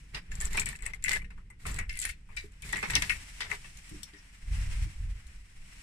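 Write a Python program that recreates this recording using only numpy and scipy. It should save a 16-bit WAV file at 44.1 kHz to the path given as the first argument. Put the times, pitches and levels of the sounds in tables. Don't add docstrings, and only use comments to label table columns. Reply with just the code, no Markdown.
import sys
import numpy as np
from scipy import signal
from scipy.fft import rfft, irfft, next_fast_len
from scipy.io import wavfile
from scipy.ndimage import uniform_filter1d

SR = 44100
rng = np.random.default_rng(int(sys.argv[2]) if len(sys.argv) > 2 else 0)


def dump_mix(stems):
    frames = np.atleast_2d(stems).T
    limited = np.clip(frames, -1, 1)
    pcm = np.round(limited * 32767).astype(np.int16)
    wavfile.write(sys.argv[1], SR, pcm)


N = 256926
SHAKE = 8192
LONGEST_RING = 60
PORT_LAG = 30
CUTOFF_HZ = 16300

# (time [s], level [dB])
HAND_AT_REST = [(0, -49), (1.5, -50), (2.5, -51.5), (3.85, -50.5), (4.08, -55.5), (4.38, -53.5), (5.2, -55),
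                (5.83, -53.5)]
STILL_UPPER_DB = -10
# (start [s], hold [s], level [dB], upper bass re level [dB])
HAND_JOLTS = [(0.117, 0.041, -46.5, -4), (0.284, 0.13, -36.5, -19), (0.419, 0.13, -30.5, -21.5),
              (0.556, 0.14, -44.5, -3), (0.806, 0.083, -39.5, -22.5), (0.973, 0.04, -42, -41),
              (1.046, 0.22, -41, -13.5), (1.336, 0.028, -39, -31), (1.631, 0.11, -36, -8.5),
              (1.734, 0.083, -30.5, -23), (1.848, 0.1, -39, -30), (2.04, 0.068, -40, -31),
              (2.217, 0.27, -48.5, -54), (2.614, 0.19, -46.5, -5.5), (2.866, 0.17, -39, -4.5),
              (3.092, 0.039, -39.5, -14), (3.28, 0.041, -45, -28), (3.7, 0.065, -59, -33),
              (3.416, 0.18, -62, 1.5), (3.895, 0.069, -47.5, -6.5), (3.997, 0.023, -74, -16),
              (4.413, 0.072, -39.5, -33), (4.474, 0.225, -31.5, -27), (4.714, 0.1, -29.5, -32),
              (4.941, 0.21, -33, -31), (5.245, 0.045, -42.5, -31), (5.343, 0.035, -39, -40),
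              (5.548, .08, -46, -35), (5.723, 0.12, -56, -23)]
JOLT_ATTACK_S, JOLT_T60_S = 0.026, 0.22
# (start [s], hold [s], level [dB])
PORT_GUSTS = [(.28, 0.094, -48.5), (1.65, 0.11, -51.5), (2.9, 0.03, -56), (3.11, .04, -47),
              (4.45, 0.17, -34.5), (4.62, 0.2, -40.5), (4.77, 0.08, -34.5), (4.96, 0.11, -40)]
GUST_ATTACK_S, GUST_T60_S = 0.065, 0.27
CALM_DB = -16.5
# (frequency [Hz], relative density [dB per Hz])
DEEP_SPECTRUM = [(8.8, -25), (15, 10), (32, -2), (46, 7.5), (120, -25.5), (160, -40), (260, -120)]
# (frequency [Hz], relative density [dB per Hz])
UPPER_SPECTRUM = [(47, -52.5), (80, 7), (113, 0), (188, -1.5), (221, -11), (340, -19.5), (400, -20.5),
                  (520, -25), (880, -120)]
# (frequency [Hz], relative density [dB per Hz])
GUST_SPECTRUM = [(15, -31), (40, -4.5), (75, -0.5), (120, -8.5), (180, -19.5), (280, -63), (450, -75)]

# (time [s], level below the treble [dB], treble gain [dB])
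AIR_LEVELS = [(0, -67.5, 9), (.4, -62.5, -3), (1.45, -72, 2), (2.3, -72, 4), (3.2, -55, 9.5),
              (3.7, -60, 11), (3.97, -59, 10), (4.1, -63, 5.5), (4.4, -64, 7), (4.95, -64.5, 8),
              (5.08, -60.5, 5), (5.5, -66.5, 7.5), (5.83, -60, 9)]
# (frequency [Hz], relative density [dB per Hz])
AIR_SPECTRUM = [(150, -15), (260, 2), (400, -13), (700, -7), (1300, -3.5), (2050, 4), (2700, -1.5),
                (3600, -12.5), (4700, -14.5), (5500, -11), (6500, -16), (8000, -10.5), (9800, -16),
                (12000, -27), (15000, -29.5), (16200, -69)]
BRUSH_S, BRUSH_HOLD_S, BRUSH_DB, BRUSH_ATTACK_S, BRUSH_T60_S = 4.404, 0.42, -54.5, 0.15, 0.37

# (start [s], hold [s], level [dB])
HINGE_RUBS = [(3.9, 0.058, -61), (4.01, 0.047, -56.5), (4.14, 0.047, -57.5)]
HINGE_HZ, HINGE_T60_S = 5500, 0.006
HINGE_ATTACK_S, HINGE_FADE_S = 0.052, 0.12

# (start [s], hold [s], level below the treble [dB], treble gain [dB], left re right [dB])
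RATTLE_STROKES = [(0.128, 0.053, -42.5, -14, -7), (0.298, 0.089, -54, -1.5, -1),
                  (0.387, 0.089, -52.5, 6, 2), (0.49, 0.14, -48, 1, -1.5), (0.641, 0.077, -51, 0.5, -4),
                  (0.725, 0.023, -57, -4, -4), (0.809, 0.1, -53, -7.5, -2), (0.936, .03, -58.5, -14, 4),
                  (1.062, 0.11, -44.5, 1, 0), (1.582, 0.15, -63, 1.5, 0), (1.647, 0.049, -48, 2.5, 1),
                  (1.716, 0.088, -52.5, -0.5, -2), (1.872, 0.12, -66.5, 6.5, -7),
                  (1.988, .12, -59.5, 13.5, -1), (2.286, 0.091, -62, -7, 2), (2.373, 0.09, -63, 3.5, 1),
                  (2.628, 0.26, -53, 3.5, -0.5), (2.877, 0.29, -50, 3.5, -0.5), (3.387, 0.081, -47, -18, 3),
                  (3.482, 0.072, -42.5, -4.5, -1)]
RATTLE_ATTACK_S, RATTLE_T60_S = 0.022, 0.096
# (frequency [Hz], relative density [dB per Hz])
SCRAPE_SPECTRUM = [(180, -50), (300, -31), (412, 1), (494, -9), (900, -6), (1250, -5), (2000, 3),
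                   (3080, -7.5), (6000, -9.5), (6850, -8), (7820, -4.5), (14500, -21), (16000, -27)]

# (time [s], peak [dB], loudest ring [Hz], decay T60 of the force [s])
LEAF_KNOCKS = [(1.652, -55, 248, 0.28), (2.438, -46, 415, 0.076), (2.731, -40.5, 413, 0.12),
               (2.832, -40.5, 200, 0.1), (2.957, -41.5, 200, 0.094), (3.91, -42.5, 326, 0.057),
               (3.941, -46.5, 371, 0.073), (3.991, -51, 202, 0.05), (4.133, -56.5, 400, 0.049),
               (4.857, -54, 320, 0.093)]
# (time [s], lock peak [dB], loudest ring [Hz], plate re lock [dB], wood re lock [dB],
# decay T60 of the force [s], extra force of the crack [ratio], left re right [dB])
LOCK_HITS = [(0.1458, -38, 2816, -2.5, -12.5, 0.13, 2.3, 4.5),
             (0.318, -43.5, 1730, -10, -32, 0.096, 5.8, 7), (0.4032, -39, 1770, -27, -10.5, 0.36, 5.1, -2),
             (0.4474, -49, 1980, -22, -2.5, 0.17, 3.0, 12), (0.5293, -44, 1980, -19, -16, 0.18, 3.0, 2),
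             (0.544, -35.5, 2040, -10, -5.5, 0.27, 3.5, 3.5),
             (0.5736, -26, 2350, -7, -12, 0.082, 2.8, -1.5), (0.598, -42, 2070, -20, -11, 0.1, 3.0, 7),
             (0.617, -36.5, 2430, -13, -18, 0.1, 3.5, 8), (0.6624, -34, 2270, -12, -20, 0.12, 2.4, 6),
             (0.6886, -38.5, 2620, -20, -15, 0.1, 4.7, 2), (0.7283, -42.5, 1790, -13, -14, 0.075, 4, 8),
             (0.752, -40, 1980, -15, -22, 0.04, 3.0, 4), (0.7887, -52, 2250, -13, -21, 0.17, 3.4, 10),
             (0.823, -46, 2060, -27, -27, 0.2, 3.0, 6), (0.8607, -37.5, 2150, -24, -17, 0.14, 3.8, 10),
             (0.9348, -39.5, 2100, -17, -17, 0.051, 4.6, 12), (1.024, -52, 2150, -6, -44, 0.15, 3.7, -2),
             (1.04, -29.5, 2000, -18, -47, 0.18, 2.5, 4.5), (1.0585, -32, 1950, -11, -46, 0.055, 3.2, -6),
             (1.0807, -26, 2040, -15, -38, 0.065, 3.5, 5.5), (1.091, -30, 1990, -8, -14, 0.04, 3.0, 0),
             (1.108, -27, 2046, -12.5, -17, 0.22, 3.0, 0.5), (1.1303, -31, 2030, -18, -20, 0.14, 2.3, 1.5),
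             (1.1564, -34, 1724, -9.5, -16, 0.063, 1.2, 7), (1.2178, -46.5, 2270, -21, -14, 0.084, 4.7, 5),
             (1.2437, -50, 1850, -16, -25, 0.084, 3.0, 5), (1.3036, -50.5, 1930, -14, -4, 0.12, 3.7, 2),
             (1.377, -62, 1800, -32, 5, 0.11, 1.1, 2), (1.5, -52.5, 2050, -23, -7.5, 0.13, 3.9, 3),
             (1.6528, -41.5, 2160, -17, 0.5, 0.34, 3.3, 4.5), (1.7653, -44, 1940, -17, -38, 0.14, 2.3, 4),
             (1.7845, -34.5, 1934, -16.5, -8, 0.2, 3.0, 2.5), (1.8931, -38, 1900, -8.5, -43, 0.32, 3.5, 4),
             (1.9655, -44.5, 2030, -6, -48, 0.16, 1.8, 8.5), (2.022, -37, 1960, -6.5, -49, 0.32, 2.1, 4),
             (2.0507, -40, 1845, -11, -46, 0.1, 2.6, 17), (2.0899, -37.5, 1883, -10, -42, 0.11, 2.5, 7),
             (2.288, -57, 2210, -20, 0, 0.29, 2.2, 5.5), (2.368, -33.5, 2340, -7, -38, 0.16, 1.1, 4),
             (2.6224, -47, 2440, -7.5, -18, 0.15, 3.0, 11), (2.689, -45, 2030, -7, -17, 0.35, 2.5, 5),
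             (2.7303, -27, 1917, -11, -8, 0.15, 4, 4), (2.7573, -32.5, 2100, -13, -12, 0.2, 2.3, 0),
             (2.8275, -28, 2180, -14, -6.5, 0.17, 2.6, 2.5),
             (2.8995, -28.5, 1920, -10.5, -14, 0.21, 3.4, 3), (2.9345, -30, 1825, -7, -14, 0.19, 5.3, -1.5),
             (2.9563, -25, 2680, 3.5, -11.5, 0.091, 2.8, -3.5),
             (2.9604, -28.5, 2083, -3, -16, 0.16, 2.4, 9), (3.0205, -27, 1915, -4.5, -11.5, 0.12, 1.4, 3),
             (3.0949, -25, 2184, -4.5, -15, 0.12, 3.4, 4),
             (3.4051, -32.5, 1980, -1.5, -6.5, 0.17, 1.9, 2.5),
             (3.5147, -28, 1964, -19, -15, 0.13, 7, 10.5), (3.6443, -46, 2640, -7.5, -9, 0.12, 2.6, -1),
             (4.135, -52.5, 1880, -4, -11.5, 0.25, 3.8, 3)]
HIT_KEYS_DB = -14.5
# (time [s], peak ahead of the high-pass [dB], brightest ring [Hz],
# its relative level, at most 20 [dB], left re right [dB])
KEY_TICKS = [(0.316, -47, 7170, 20, -7), (0.354, -38.5, 7600, 7, 4), (0.4035, -36, 7500, 5, 8),
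             (0.412, -27.5, 7800, 13, -6), (0.419, -33, 9550, 4, 6), (0.4497, -33, 7800, 4, -6),
             (0.4545, -28, 7640, 9, 6), (0.471, -45, 5500, 2, 3), (0.5314, -34, 7350, -2, -1),
             (0.5714, -27.5, 8250, -14, 0), (0.597, -24, 7760, 4, 4), (0.6586, -29, 7800, 16, 5.5),
             (0.689, -31, 8560, 4, 5), (0.7253, -45, 7800, 5, -1), (0.76, -42.5, 7850, -8, -1),
             (0.789, -54, 7900, -1, 3), (0.807, -53, 8000, 11, 3.0), (0.8233, -37.5, 7900, 14, 3),
             (0.8555, -42, 7900, 2, 4), (0.8641, -29, 8000, 22, 1), (0.9351, -45.5, 5800, 16, 0),
             (0.945, -45.5, 7540, -9, -10), (1.0244, -47, 7300, 10, -0.5), (1.04, -24.5, 7600, 13, 6),
             (1.0935, -25.5, 7550, -4, 3), (1.117, -29.5, 7940, -7, 7.5), (1.132, -31, 7900, -2, 7),
             (1.502, -55, 8300, 12, 5), (1.665, -37, 7900, -18, -5), (1.714, -42, 7650, 7, 7),
             (1.7432, -35, 7600, 3, 1), (1.763, -42, 8000, 3, 4), (1.7888, -34, 6670, 0, -1),
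             (1.8954, -41, 5000, 9, -7), (1.928, -44.5, 9700, 7, -2), (1.938, -49, 5000, 4, 3),
             (1.955, -48, 9600, -1, 11), (1.972, -38, 9340, 10, 1), (1.99, -29, 7900, 2, -1),
             (2.0005, -32, 7600, 8, 7), (2.016, -29.5, 7370, 1, 8), (2.025, -32, 7500, 4, 0),
             (2.04, -35, 7600, -1, 4), (2.0518, -27, 9600, 1, -1), (2.0905, -37, 9200, 8, 8),
             (2.111, -45, 7900, -2, 4), (2.366, -46, 5600, -1, 12), (2.5195, -59, 7900, -12, -1),
             (2.621, -41.5, 8800, 1, -4), (2.6905, -41, 8450, 9, -2), (2.7264, -31, 7500, -2, -5.5),
             (2.7703, -36, 7530, 4, 3), (2.7896, -45, 7700, 14, 13), (2.905, -31, 7700, 3, 6),
             (2.9531, -15.5, 5900, 4.5, 4.5), (3.0218, -26.5, 6300, 2, 3), (3.4062, -42.5, 5040, -16, 13.5),
             (3.5133, -56, 8700, 15, 2), (3.772, -47.5, 6700, 10, -8), (3.894, -48.5, 9000, 7, 0),
             (4.032, -35.5, 5630, 5, 6), (5.2684, -54, 6800, 0, 6)]

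# (frequency [Hz], relative level [dB], T60 before the damping limits [s])
LOCK_MODES = [(1474, -10.5, 0.033), (1755, -4, 0.11), (1900, 1, 0.074), (2060, -1.5, 0.046),
              (2187, 5, 0.026), (2320, 0, 0.048), (2620, 3.5, 0.016), (2907, -11, 0.035),
              (3445, -14.5, 0.0052)]
# (frequency [Hz], relative level [dB], T60 before the damping limits [s])
PLATE_MODES = [(3030, 0.5, 0.0065), (3620, 2, 0.0067), (3910, -2, 0.0098), (4340, -0.2, 0.0092),
               (4466, 1.5, 0.0048), (5000, 1.5, 0.0065), (5310, 3, 0.0045), (5900, -1, 0.0047)]
# (frequency [Hz], relative level [dB], T60 before the damping limits [s])
KEY_MODES = [(6380, -8.5, 0.0045), (7370, -3.5, 0.0043), (7540, -10, 0.034), (8070, -0.5, 0.0044),
             (9000, -3.5, 0.0045), (9600, 0, 0.0046), (9960, -1.5, 0.0017), (10720, -9, 0.0048),
             (13000, -13.5, 0.0035), (14800, -14, .003), (14900, -36.5, .003)]
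# (frequency [Hz], relative level [dB], T60 before the damping limits [s])
WOOD_MODES = [(420, -2.5, 0.045), (615, -8, 0.068), (763, 2, 0.023), (926, 13, 0.015), (1330, 14.5, 0.0055)]
# (frequency [Hz], relative level [dB], T60 before the damping limits [s])
LEAF_MODES = [(148, 15, 0.038), (197.4, 6, 0.16), (293, 3.5, 0.16), (352, -5, 0.054), (407, -9, .03)]

# (frequency [Hz], left re right [dB])
PORT_RESPONSE = [(300, -0.5), (1000, 0.5), (2200, 2.5), (4000, 0.5), (6000, 1), (8000, 5), (9700, -5),
                 (13000, -0.5)]


def from_db(db):
    return 10 ** (np.asarray(db) / 20)


def rms_one(x):
    return x / np.sqrt(np.mean(x ** 2) + 1e-20)


def in_time(rows):
    s, *columns = np.transpose(rows)
    return [np.interp(np.arange(N) / SR, s, column) for column in columns]


def swells(rows, attack_s, t60):
    s, hold, db = np.array(rows)[:, :3].T[:, :, None]
    t = np.arange(N) / SR - s
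    rise = np.clip(t / attack_s, 0, 1) ** 2
    return rise * from_db(db - 60 * np.maximum(t - hold, 0) / t60)


def colour(x, points):
    hz, db = np.transpose(points)
    size = next_fast_len(N)
    bins = np.fft.rfftfreq(size, 1 / SR) + 1
    gain = from_db(np.interp(np.log(bins), np.log(hz), db))
    return irfft(rfft(x, size) * gain, size)[..., :N]


def split(x, treble_db, hz):
    low = signal.sosfilt(signal.butter(4, hz, "low", fs=SR, output="sos"), x)
    high = signal.sosfilt(signal.butter(4, hz, "high", fs=SR, output="sos"), x)
    return (low + from_db(treble_db) * high) / np.sqrt(np.mean(low ** 2))


def sides(pan_db):
    return from_db(np.array([pan_db / 2, -pan_db / 2]))


def rings(modes):
    hz, db, t60 = np.array(modes).T[:, :, None]
    t = np.arange(SHAKE) / SR
    damped_t60 = np.clip(t60, .002, 0.0065 + LONGEST_RING / hz)
    return from_db(db - 60 * t / damped_t60) * np.sin(2 * np.pi * hz * t)


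def with_ring(modes, hz, db, t60):
    return np.vstack([modes, rings([(hz, db, t60)])])


def strike(modes, t60, crack, alike):
    t = np.arange(SHAKE) / SR
    white = rng.standard_normal((3, SHAKE))
    lumps = np.repeat(from_db(rng.normal(0, 3, SHAKE // 64)), 64)
    force = (alike * white[0] + white[1:]) * lumps
    force *= from_db(-60 * t / max(t60, .005))
    force *= np.minimum(1, 0.66 + t / 0.0027)
    force[:, :16] *= 1 + max(crack, 0)
    strengths = from_db(rng.normal(0, 3, (2, len(modes))))
    strengths *= (-1) ** np.arange(len(modes))
    response = strengths @ modes
    out = irfft(rfft(force, 2 * SHAKE) * rfft(response, 2 * SHAKE))[:, :SHAKE]
    out *= np.minimum(1, np.linspace(3, 0, SHAKE))
    power = uniform_filter1d(np.mean(out ** 2, axis=0), 132)
    return out / np.sqrt(power.max())


def add(out, part, s):
    i = round(s * SR)
    out[:, i:i + SHAKE] += part[:, :N - i]


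def rumble():
    jolts = swells(HAND_JOLTS, JOLT_ATTACK_S, JOLT_T60_S)
    still = from_db(in_time(HAND_AT_REST)[0])
    gust_level = swells(PORT_GUSTS, GUST_ATTACK_S, GUST_T60_S).sum(axis=0) + still * from_db(CALM_DB)
    upper_level = still * from_db(STILL_UPPER_DB) + from_db(np.array(HAND_JOLTS)[:, 3]) @ jolts
    white = rng.standard_normal((6, N))
    deep = colour(white[0], DEEP_SPECTRUM)
    deep = deep / np.sqrt(uniform_filter1d(deep ** 2, 3500) + 0.53 * np.mean(deep ** 2))
    deep = deep * (still + jolts.sum(axis=0))
    upper = rms_one(colour(white[1:3], UPPER_SPECTRUM)) * upper_level
    gust = rms_one(colour(white[3:], GUST_SPECTRUM)) * gust_level
    mid = deep + upper[0] + gust[0]
    side = 0.26 * gust[1] + from_db(-24.0) * upper[1]
    return np.array([mid + side, mid - side])


def air_and_floor_brush(flutter_db=1.5):
    level_db, treble_db = in_time(AIR_LEVELS)
    slow = uniform_filter1d(uniform_filter1d(rng.standard_normal(N), 900), 900)
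    flutter = from_db(flutter_db * rms_one(slow))
    noise = split(colour(rng.standard_normal((2, N)), AIR_SPECTRUM), treble_db, hz=3860)
    brush, = swells([(BRUSH_S, BRUSH_HOLD_S, BRUSH_DB)], BRUSH_ATTACK_S, BRUSH_T60_S)
    return (from_db(level_db) + brush) * flutter * noise


def hinge():
    ring = rings([(HINGE_HZ, 0, HINGE_T60_S)])
    friction = signal.fftconvolve(rng.standard_normal((2, N)), ring)[:, :N]
    return swells(HINGE_RUBS, HINGE_ATTACK_S, HINGE_FADE_S).sum(axis=0) * rms_one(friction)


def thuds():
    out, leaf, unlike = np.zeros((2, N)), rings(LEAF_MODES), .4
    for s, db, hz, t60 in LEAF_KNOCKS:
        mid, side = strike(with_ring(leaf, hz, db=8.0, t60=0.13), t60, crack=0.41, alike=0)
        add(out, from_db(db) * np.array([mid + unlike * side, mid - unlike * side]), s)
    return out


def rattle(per_s=400, smooth=0.59, blur_s=0.025, jingle_db=-8.0):
    sizes = from_db(4 * np.minimum(rng.exponential(1, N), 3))
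    ticks = (rng.random(N) < per_s / SR) * sizes
    bursts = signal.lfilter([1], [1, -np.exp(-1 / (blur_s * SR))], ticks)
    scrape = (smooth + rms_one(bursts)) * rng.standard_normal((2, N))
    grains = rms_one(colour(scrape, SCRAPE_SPECTRUM))
    metal = rings(LOCK_MODES + KEY_MODES)
    dealt = rng.integers(0, len(metal), (2, N))
    jingle = np.zeros((2, N))
    for k, mode in enumerate(metal):
        jingle += signal.oaconvolve(ticks * (dealt == k), mode[None, :SHAKE // 4])[:, :N]
    grains = grains + from_db(jingle_db) * rms_one(jingle)
    strokes = swells(RATTLE_STROKES, RATTLE_ATTACK_S, RATTLE_T60_S)
    level = strokes.sum(axis=0)
    treble_db, pan_db = np.array(RATTLE_STROKES)[:, 3:].T @ strokes / (level + 1e-12)
    return level * sides(pan_db) * split(grains, treble_db, hz=3540)


def key_ticks(plate, keys):
    out = np.zeros((2, N))
    small = signal.butter(2, 2500, "high", fs=SR, output="sos")
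    for s, db, hz, ring_db, pan_db in KEY_TICKS:
        bunch = np.vstack([from_db(-11.0) * plate, keys])
        bunch = with_ring(bunch, hz, np.minimum(ring_db, 20), t60=0.0074)
        part = signal.sosfilt(small, strike(bunch, 0.07, crack=7.1, alike=0.8))
        add(out, from_db(db) * sides(pan_db)[:, None] * part, s)
    return out


def lock_hits(plate, keys):
    out, lock, wood = np.zeros((2, N)), rings(LOCK_MODES), rings(WOOD_MODES)
    for s, db, hz, plate_db, wood_db, t60, crack, pan_db in LOCK_HITS:
        part = strike(with_ring(lock, hz, db=9.0, t60=0.051), t60, crack, alike=1.0)
        part += from_db(plate_db) * strike(plate, t60, crack, alike=0.4)
        part += from_db(HIT_KEYS_DB) * strike(keys, t60, crack, alike=0.5)
        part += from_db(wood_db) * strike(wood, t60, crack=0.52, alike=1.4)
        add(out, from_db(db) * sides(pan_db)[:, None] * part, s)
    return out


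def contacts():
    plate, keys = rings(PLATE_MODES), rings(KEY_MODES)
    out = key_ticks(plate, keys) + lock_hits(plate, keys)
    out[1] = np.roll(out[1], PORT_LAG)
    return out


def scene():
    return rumble() + air_and_floor_brush() + hinge() + thuds() + rattle() + contacts()


def record(dry):
    left = colour(dry[0], [(hz, db / 2) for hz, db in PORT_RESPONSE])
    right = colour(dry[1], [(hz, -db / 2) for hz, db in PORT_RESPONSE])
    low_pass = signal.cheby2(12, 70, CUTOFF_HZ, fs=SR, output="sos")
    return signal.sosfilt(low_pass, np.array([left, right]))


dry = scene()
out = record(dry)
dump_mix(out)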